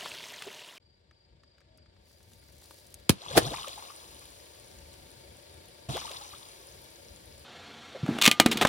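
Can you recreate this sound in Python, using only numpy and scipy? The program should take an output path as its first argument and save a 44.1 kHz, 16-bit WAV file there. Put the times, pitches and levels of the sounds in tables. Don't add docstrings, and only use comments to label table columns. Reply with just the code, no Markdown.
import sys
import numpy as np
from scipy import signal
from scipy.fft import rfft, irfft
from scipy.io import wavfile
from scipy.ndimage import uniform_filter1d

SR = 44100
rng = np.random.default_rng(int(sys.argv[2]) if len(sys.argv) > 2 else 0)


def master_out(mix):
    frames = np.transpose(np.atleast_2d(mix))
    ceiling = np.clip(frames, -1, 1)
    pcm = np.round(ceiling * 32767).astype(np.int16)
    wavfile.write(sys.argv[1], SR, pcm)


N = 382788
TIME = np.arange(N) / SR

# time in seconds, level in dB.
SQUEEZE_LEVEL = [(1.9, -100), (2.08, -71), (2.5, -69), (2.7, -60.5), (3.0, -70), (3.4, -74)]
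# first leak in seconds, fully open in seconds, spray level in dB,
# churn level in dB, drain time in seconds (scaled by the life of each part of the flow).
POCKETS = [(3.051, 3.371, -38.5, -34.5, 0.27), (5.885, 5.89, -39, -43.5, 0.2202)]


def balloon():
    # start in seconds, level in dB, swell time constant in seconds,
    # decay time constant in seconds, share of deep air puff from 0 to 1.
    rips = [(3.095, -9.5, 0.000644, 0.00164, 0.02), (3.098, -27, 0.00049, 0.0107, 0.26),
            (3.1044, -20.5, 0.00037, 0.001, 0.02), (3.378, -9.5, 0.006, 0.00804, 0.76)]
    # frequency in Hz, relative density in dB per Hz.
    skin_spectrum = [(300, 5), (1500, -2.5), (4200, 3), (7000, -5), (10500, -1), (14000, -10.5),
                     (16000, -10)]
    # frequency in Hz, relative density in dB per Hz.
    puff_spectrum = [(60, -23), (110, -2), (200, 0.5), (700, -1), (1100, -13.5), (1800, -6.5),
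                     (3000, -63.5), (8000, -37.5)]
    skin = amp(2) * colour(white(0.066), skin_spectrum)
    puff = colour(white(0.592), puff_spectrum)
    out = np.zeros((2, N))
    for s, db, swell, decay, deep in rips:
        deep = np.clip(deep, 0, 1)
        envelope = np.exp(np.minimum((TIME - s) / swell, (s - TIME) / decay))
        out += amp(db) * envelope * (np.sqrt(1 - deep) * skin + np.sqrt(deep) * puff)
    t, gas = np.arange(SR // 10) / SR, np.zeros(N)
    hz = 85 + 380 * np.exp(-t / 0.00263)
    envelope = (1 - np.exp(-t / 0.00082)) * np.exp(-t / 0.0052)
    add(gas, 3.0966, -amp(-3.5) * np.sin(2 * np.pi * np.cumsum(hz) / SR) * envelope)
    return underbody(out + gas, wet_db=-18.0, t60=0.132)


def gush():
    # frequency in Hz, relative density in dB per Hz.
    spray_spectrum = [(60, 4.5), (200, -7.5), (600, -2), (1100, 6.5), (1800, -10), (3800, 4.5),
                      (6000, -5.5), (10000, -11), (16000, -48.5)]
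    # frequency in Hz, relative density in dB per Hz.
    churn_spectrum = [(60, 2), (130, 0), (220, -13), (330, -8), (550, -10), (850, -13.5), (1500, -20.5)]
    # frequency in Hz, relative density in dB per Hz.
    hiss_spectrum = [(3000, -3.5), (5500, 0.5), (8000, 0), (10000, 1.5), (14500, -6), (16000, -2.5)]
    churn_flow = outflow(rise=6.14, life=0.391, fall=3.6, column=3)
    spray_flow = outflow(rise=1.89, life=1.15, fall=2.198)
    foam_flow = outflow(rise=4, life=2.156, fall=1.025)

    lumps = amp(2 * wander(90))
    churn = colour(white(0.997), churn_spectrum) * churn_flow * lumps
    spray = clumps(white(.4) + amp(1) * droplets(rate=2000, spread_db=3.8), patchy_db=2.2)
    spray = colour(spray, spray_spectrum) * amp(-0.49 + 1.4 * wander(70))
    bubbles = sum(gurgle(opens - .1, opens + .9, count=56, low_hz=559.6, high_hz=2308, spread_db=8.5)
                  for _, opens, *_ in POCKETS)
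    splash = (spray + amp(-3.0) * bubbles) * spray_flow
    foam = white(0.74) + amp(-7.5) * droplets(rate=760, spread_db=9.5)
    foam_level = amp(-10.5) * foam_flow + amp(1) * level(SQUEEZE_LEVEL)
    return churn + splash + colour(foam, hiss_spectrum) * foam_level


def outflow(rise, life, fall, column=2):
    power = np.zeros(N)
    for row in POCKETS:
        leak, tear, drain = row[0], row[1], row[4]
        opening = np.clip((TIME - leak) / max(tear - leak, 1e-3), 0, 1) ** rise
        draining = 1 + (np.maximum(TIME - tear, 0) / (life * drain)) ** fall
        power += (amp(row[column]) * opening / draining) ** 2
    return np.sqrt(power)


def glugs():
    # start in seconds, level in dB, starting pitch in Hz.
    large_bubbles = [(.462, -40, 372), (3.305, -39, 487.7), (3.351, -29.5, 699), (3.455, -32.5, 129),
                     (3.505, -37, 289), (3.581, -37, 986), (3.64, -37.5, 1069), (3.67, -41, 511),
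                     (3.774, -44.5, 777), (3.899, -40.5, 1055), (5.886, -30.5, 117.5),
                     (5.888, -37.5, 620.2), (6.015, -36.5, 997), (6.075, -38, 1083), (6.102, -42.5, 546.5),
                     (6.208, -45.5, 750), (6.333, -41, 1097)]
    # start in seconds, level in dB, start pitch in Hz,
    # end pitch in Hz, length in seconds.
    collapses = [(3.201, -49.5, 438, 1047, 0.039), (3.432, -40, 418.3, 995, 0.055),
                 (3.513, -33.5, 379.6, 1352, .036), (5.931, -33.5, 252.6, 1351, .054)]
    out = np.zeros(N)
    for s, db, hz in large_bubbles:
        add(out, s, amp(db) * bubble(hz))
    for s, db, start_hz, end_hz, length in collapses:
        add(out, s, amp(db) * gulp(start_hz, end_hz, length))
    rough = 1 + 0.316 * wander(450)
    return amp(-1.0) * underbody(out * rough, wet_db=-9.5, t60=0.0756)


def gulp(start_hz, end_hz, length):
    bend, swell, overtone_db = 1.35, 1.69, -6
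    u = np.arange(0, 1, 1 / (length * SR))
    hz = start_hz * (end_hz / start_hz) ** (u ** bend)
    phase = 2 * np.pi * np.cumsum(hz) / SR
    ring = np.sin(phase) + amp(overtone_db) * u * np.sin(2 * phase)
    return ring * np.sqrt(np.sin(np.pi * u ** swell))


def bubble(hz):
    rise = 1.245
    length = min(12.58 / hz, 0.036)
    return swoop(hz, hz * rise, length, splash_db=-8)


def gurgle(start, end, count, low_hz=600, high_hz=2000, spread_db=7):
    out = np.zeros(N)
    for k, (when, pitch, size) in enumerate(rng.random((count, 3))):
        s = start + (end - start) * (k + when) / count
        hz = low_hz * (high_hz / low_hz) ** pitch
        add(out, s, amp(spread_db * (size - .5)) * bubble(hz))
    return out


def droplets(rate, spread_db, count=28):
    out = np.zeros(N)
    for hz in np.geomspace(700, 13000, count):
        t = np.arange(0, 24 / hz, 1 / SR)
        ping = np.sin(2 * np.pi * hz * t * (1 + .005 * hz * t)) * np.exp(-hz * t / 4)
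        size = amp(spread_db * np.minimum(rng.exponential(1, N), 4))
        train = size * (rng.random(N) < rate / count / SR * np.sqrt(hz / 3000))
        out += signal.oaconvolve(train, ping)[:N] * (hz / 3000) ** .75
    return unit(out)


def clumps(x, patchy_db, size=9):
    z = signal.stft(x, nperseg=256)[2]
    patches = uniform_filter1d(rng.standard_normal(z.shape[1:]), size, axis=0)
    patches = uniform_filter1d(patches, size=5, axis=1)
    patchy = z * amp(patchy_db * unit(patches))
    return unit(signal.istft(patchy, nperseg=256)[1][:, :N])


def cans():
    # start in seconds, length in seconds, crack level in dB, hollow clack level in dB.
    snaps = [(8.062, 0.0041, -43.5, -32), (8.07, 0.18, -55.5, -41.5), (8.186, 0.00284, -29.5, -25.5),
             (8.214, 0.00656, -18.5, -37), (8.2217, 0.00294, -13, -44), (8.235, .045, -22, -38.5),
             (8.244, 0.0027, -17.5, -45), (8.2533, 0.00396, -12.5, -39.5), (8.2614, 0.00437, -8.5, -24),
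             (8.2766, 0.00404, -9.5, -9), (8.313, 0.00269, -11, -25), (8.3989, 0.00386, -6.5, -5.5),
             (8.4602, 0.00468, -16, -10.5), (8.5133, 0.0217, -24, -34.5), (8.5717, 0.0066, -25.5, -48),
             (8.612, 0.02324, -22.5, -17), (8.6495, 0.007, -24, -11), (8.67, 0.0063, -26.5, -39.5)]
    # frequency in Hz, relative density in dB per Hz.
    clack_spectrum = [(60, -25), (250, 4.5), (480, -3), (750, 3.5), (1100, -3.5), (1500, -1), (2200, -8),
                      (4000, -34.5)]
    # frequency in Hz, relative density in dB per Hz.
    crack_spectrum = [(900, -13), (1700, -11), (2500, -4), (3300, -1), (4200, -5.5), (5500, -22),
                      (9000, -46.5)]
    # frequency in Hz, relative density in dB per Hz.
    treble_spectrum = [(2500, -7.5), (5000, 0.5), (8000, 0.5), (11000, -6), (14500, -7.5), (16000, -14)]
    # frequency in Hz, relative level in dB, 60 dB decay time in seconds.
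    wall_modes = [(1213, 0.5, 0.224), (1510, -5.5, 0.133), (1968, 3.5, 0.098), (2164, 5, 0.106),
                  (2462.6, 12, 0.0644), (2776, -9, 0.086), (2810, 5, 0.098), (3000, 5.5, 0.098),
                  (3590, -10, .06), (3680, -10, 0.112)]
    treble_db, rattle_db, rattle_s = -5.5, -9.5, 0.0111
    crumple_db, creases_per_s, crumple_s = 3.5, 330, 0.045

    out, t = np.zeros(N), np.arange(SR // 4) / SR
    for s, length, crack_db, clack_db in [*snaps, *crinkles()]:
        uneven = np.interp(t * creases_per_s, np.arange(256), rng.standard_normal(256))
        breakup = amp(crumple_db * min(length / crumple_s, 1) * uneven)
        flurry = np.exp(-(t / length) ** 3) * breakup + amp(rattle_db) * np.exp(-t / rattle_s)
        tones = ((clack_db, clack_spectrum), (crack_db, crack_spectrum),
                 (crack_db + treble_db, treble_spectrum))
        creases = sum(amp(db) * colour(rng.standard_normal(len(t)), tone) for db, tone in tones)
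        detune = 1 + 0.01557 * rng.standard_normal(len(wall_modes))
        ring = sum(amp(db - 60 * t / t60) * np.sin(2 * np.pi * hz * d * t)
                   for (hz, db, t60), d in zip(wall_modes, detune))
        onset = 1 - np.exp(-t / 0.00043)
        add(out, s, (amp(-3.0) * creases * flurry + amp(crack_db - 23) * ring) * onset)
    return out


def crinkles(count=7):
    start, end, crack_db = 8.42, 8.66, -35.5
    return [(start + (end - start) * (k + when) / count, .002, crack_db + 6 * (size - .5), crack_db - 1.5)
            for k, (when, size) in enumerate(rng.random((count, 2)))]


def tyre():
    # start in seconds, level in dB, pitch in Hz,
    # 60 dB decay time in seconds of the drone it starts.
    thuds = [(8.03, -23, 139.7, 0.75), (8.088, -13, 239.3, 0.478), (8.275, -14.5, 225.3, 0.227),
             (8.399, -19, 234, 1), (8.459, -15, 257, 0.705), (8.555, -25.5, 295, .4),
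             (8.611, -19.5, 211.3, 0.57)]
    # frequency in Hz, width in Hz, relative level in dB.
    drone_modes = [(229.2, 20.6, -2), (435.2, 20, -13), (139, 55, -10.5), (324.3, 59, -7), (756, 216, -30)]
    thud_cycles, drone_db, drone_rise_s = 3.09, -16, 0.0068
    out, power, t = np.zeros(N), np.zeros(N), np.arange(SR) / SR
    for s, db, hz, t60 in thuds:
        add(out, s, amp(db) * swoop(hz, hz, thud_cycles / hz, splash_db=-15))
        drone = amp(db + drone_db - 60 * t / t60) * (1 - np.exp(-t / drone_rise_s))
        add(power, s, drone ** 2)
    add(out, 7.943, amp(-38.5) * swoop(599.5, 445.5, 0.046, splash_db=-4))
    return out + resonances(white(), drone_modes) * np.sqrt(power)


def opening_swish():
    # frequency in Hz, relative density in dB per Hz.
    swish_spectrum = [(24, -66), (40, -22), (140, -9), (312, -11), (392, -4.5), (542, -8.5), (615, -0.5),
                      (810, -16.5), (918, -5), (1210, -13), (3220, -5), (12800, -23.5), (16000, -25)]
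    # time in seconds, level in dB.
    swish_level = [(0, -42.5), (.45, -47.5), (.77, -51)]
    wet = clumps(white() + amp(-1) * droplets(rate=1500, spread_db=4), patchy_db=1.2)
    swish = colour(wet, swish_spectrum) * amp(0.23 + 0.91 * wander(58.48))
    return (swish + amp(-10.5) * gurgle(0, .8, count=24)) * level(swish_level)


def grit(rate=380, spread_db=4.5):
    crackle = colour(white(), [(1500, -36.5), (4000, 4), (9000, -2), (15500, -4)])
    size = amp(spread_db * np.minimum(rng.exponential(1, N), 3)) * (rng.random(N) < rate / SR)
    decay_s = 0.00256
    bursts = signal.lfilter([1], [1, -np.exp(-1 / (decay_s * SR))], size)
    return unit(crackle * bursts) * level(SQUEEZE_LEVEL)


def ticks(stone_db=-54.5, stone_hz=1700, count=11):
    # start in seconds, level in dB, centre in Hz.
    loud_snaps = [(.0585, -23, 1010), (.422, -25.5, 2600), (1.111, -49.5, 1660), (1.435, -48.5, 1770),
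                  (1.583, -52.5, 1840), (1.775, -52, 8950), (2.334, -46, 6000), (2.621, -44.5, 1000),
                  (2.709, -39, 1090), (2.942, -30.5, 8800), (3.682, -27.5, 3816), (4.939, -40, 3620),
                  (5.968, -25.5, 3800), (6.114, -28.5, 3700)]
    out, t = np.zeros(N), np.arange(SR // 20) / SR
    stones = [(1.5 + 1.2 * (k + when) / count, stone_db + 3 * (size - .5), stone_hz * 2 ** (pitch - .5))
              for k, (when, size, pitch) in enumerate(rng.random((count, 3)))]
    for s, db, hz in [*loud_snaps, *stones]:
        tuning = [(hz / 5, -15), (hz, 0), (hz * 1.45, -8), (hz * 4, -15)]
        grain = colour(rng.standard_normal(len(t)), tuning)
        add(out, s, amp(db) * grain / 2 * np.exp(-t / .003))
    return underbody(out, wet_db=-25.5, t60=0.0455)


def near_car():
    # frequency in Hz, relative density in dB per Hz.
    car_spectrum = [(18, -80), (30, -27), (87, 1), (167, -5), (247, -2.5), (312, -4.5), (581, -4),
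                    (1030, -8), (1560, -8.5), (1690, -5.5), (1830, -8.5), (4310, -8), (4900, -15.5),
                    (6880, -20), (15000, -37.5)]
    # time in seconds, level in dB.
    car_level = [(7.45, -50), (7.6, -48.5), (8.0, -49), (8.17, -43), (8.36, -47.5), (8.68, -34.5)]
    return clatter(colour(white(), car_spectrum), depth=0.118)[0] * level(car_level)


def idle():
    # frequency in Hz, relative density in dB per Hz.
    rumble_spectrum = [(25, -50.5), (51, 0), (75, 3), (101, -2), (150, -8), (220, -12), (400, -20),
                       (700, -36)]
    # time in seconds, level in dB.
    throttle_level = [(.8, -73.5), (1.3, -65), (2.3, -63), (3.8, -65), (4.8, -59), (5.5, -59.5), (6.3, -64),
                      (7.3, -56.5)]
    # frequency in Hz, relative density in dB per Hz.
    whirr_spectrum = [(200, -3.5), (400, 8.5), (620, 7.5), (780, 0), (1200, -2), (1700, 0.5), (2300, -0.5),
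                      (2700, -3), (3400, 0.5), (4800, 2), (6000, -13.5), (8000, -8.5), (12000, -37.5)]
    # time in seconds, level in dB.
    engine_level = [(.8, -72.5), (1.9, -68), (2.7, -61), (4.2, -56.5), (7.45, -56)]
    # frequency in Hz, width in Hz, level in dB.
    whine_modes = [(473.5, 82, -70.5), (566.5, 69, -77.5), (898.5, 27, -72.5), (2265, 130, -76),
                   (3290, 510, -80)]
    rumble = colour(white(0.963), rumble_spectrum) * level(throttle_level) * amp(1.31 + 3.24 * wander(9))
    load = level(engine_level)
    whirr = clatter(colour(white(0.505), whirr_spectrum), depth=0.289) * load
    whines = resonances(white(0.73), whine_modes) * unit(load) * amp(0.53 * wander(7.2))
    sagging = np.zeros(N)
    add(sagging, 1.64, amp(-67.0) * swoop(660, 570, 0.353, splash_db=-16.5))
    return rumble + whirr + whines + sagging


def clatter(x, depth, firing_hz=28):
    hz = firing_hz * (1 + 0.0291 * wander(2.8))
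    throb = 1 + depth * np.cos(2 * np.pi * np.cumsum(hz) / SR)
    return unit(underbody(x * throb, wet_db=-4, t60=.09))


def cricket(pitch_hz=4750, syllable_hz=26, chirp_period_s=.31):
    stroke = (TIME * syllable_hz) % 1
    chirp = .6 + .4 * np.cos(2 * np.pi * (TIME - .88) / chirp_period_s)
    hz = pitch_hz * (1 + .05 * (.5 - stroke) + .016 * wander(500))
    song = np.sin(2 * np.pi * np.cumsum(hz) / SR) * np.sin(np.pi * stroke) ** 4 * chirp
    return amp(-63) * underbody(song, wet_db=-4, t60=.25)


def underbody(x, wet_db, t60):
    t = np.arange(SR // 3) / SR
    sparse = rng.standard_normal((2, len(t))) * (rng.random(len(t)) < .1)
    taps = sparse * (t > .003) * amp(-60 * t / t60)
    taps = signal.lfilter([.5], [1, -.5], taps)
    taps /= np.linalg.norm(taps, axis=1, keepdims=True)
    stereo = np.atleast_2d(x) * np.ones((2, 1))
    return x + amp(wet_db) * signal.oaconvolve(stereo, taps, axes=1)[:, :N]


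def ports(x):
    # frequency in Hz, phase in radians.
    port_lag = [(0, 0), (800, 1.8), (2000, 4.4), (4400, 9.5), (7400, 17.3), (8100, 15.7), (9200, 13.8),
                (12100, 9.4), (14400, 6.2), (16000, 2.6)]
    lag = np.interp(np.fft.rfftfreq(N, 1 / SR), *np.transpose(port_lag))
    return np.array([x[0], irfft(rfft(x[1]) * np.exp(-1j * lag), N)])


def swoop(start_hz, end_hz, length, splash_db):
    u = np.arange(0, 2, 1 / (length * SR))
    hz = start_hz * (end_hz / start_hz) ** np.minimum(u, 1)
    centre = np.sqrt(start_hz * end_hz)
    tuning = [(centre / 3, -13), (centre, 0), (centre * 2, -10), (centre * 5, -22)]
    splash = colour(rng.standard_normal(len(u)), tuning)
    envelope = u / .33 * np.exp(.5 - .5 * (u / .33) ** 2)
    return (np.sin(2 * np.pi * np.cumsum(hz) / SR) + amp(splash_db) * splash) * envelope


def resonances(x, modes):
    f, z = np.fft.rfftfreq(N, 1 / SR), rfft(x)
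    return sum(amp(db) * unit(irfft(z / (1 + (2 * (f - hz) / width) ** 2), N)) for hz, width, db in modes)


def colour(x, points):
    hz, db = np.transpose(points)
    f = np.fft.rfftfreq(x.shape[-1], 1 / SR) + 1
    skirt = np.minimum(f / hz[0], 1) ** 2 * np.minimum(hz[-1] / f, 1) ** 4
    gain = skirt * amp(np.interp(np.log(f), np.log(hz), db))
    return unit(irfft(rfft(x) * gain, x.shape[-1]))


def white(same=1):
    a, b = rng.standard_normal((2, N))
    same = np.clip(same, 0, 1)
    return np.array([a, same * a + np.sqrt(1 - same ** 2) * b])


def wander(rate):
    knots = rng.standard_normal(N // 20)
    return np.interp(TIME * rate, np.arange(len(knots)), knots)


def amp(db):
    return 10 ** (np.asarray(db) / 20)


def unit(x):
    return x / np.sqrt(np.mean(x ** 2) + 1e-20)


def level(rows):
    rows = np.array(rows)
    return amp(np.interp(TIME, rows[:, 0], rows[:, 1]))


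def add(mix, s, sound):
    part = mix[max(round(s * SR), 0):][:len(sound)]
    part += sound[:len(part)]


def shot(start, end):
    return uniform_filter1d(1. * ((TIME >= start) & (TIME < end)), size=128)


def scene():
    soda_and_engine = ports(idle() + gush() + cricket()) * amp([[1.7], [-1.5]])
    middle = soda_and_engine + balloon() * amp([[.5], [-.3]]) + grit()
    details = (ticks() + glugs()) * amp([[1], [-1]])
    last = near_car() + cans() + tyre()
    return opening_swish() * shot(-1, .781) + middle * shot(.8, 7.447) + last * shot(7.447, 9) + details


def record(dry):
    lean = signal.sosfilt(signal.butter(2, 42, "highpass", fs=SR, output="sos"), dry)
    clipped = np.clip(lean, -1, 1)
    band_limit = signal.firwin(255, 16250, window=("kaiser", 8), fs=SR)
    return signal.oaconvolve(clipped, band_limit[None], "same")


dry = scene()
out = record(dry)
master_out(out)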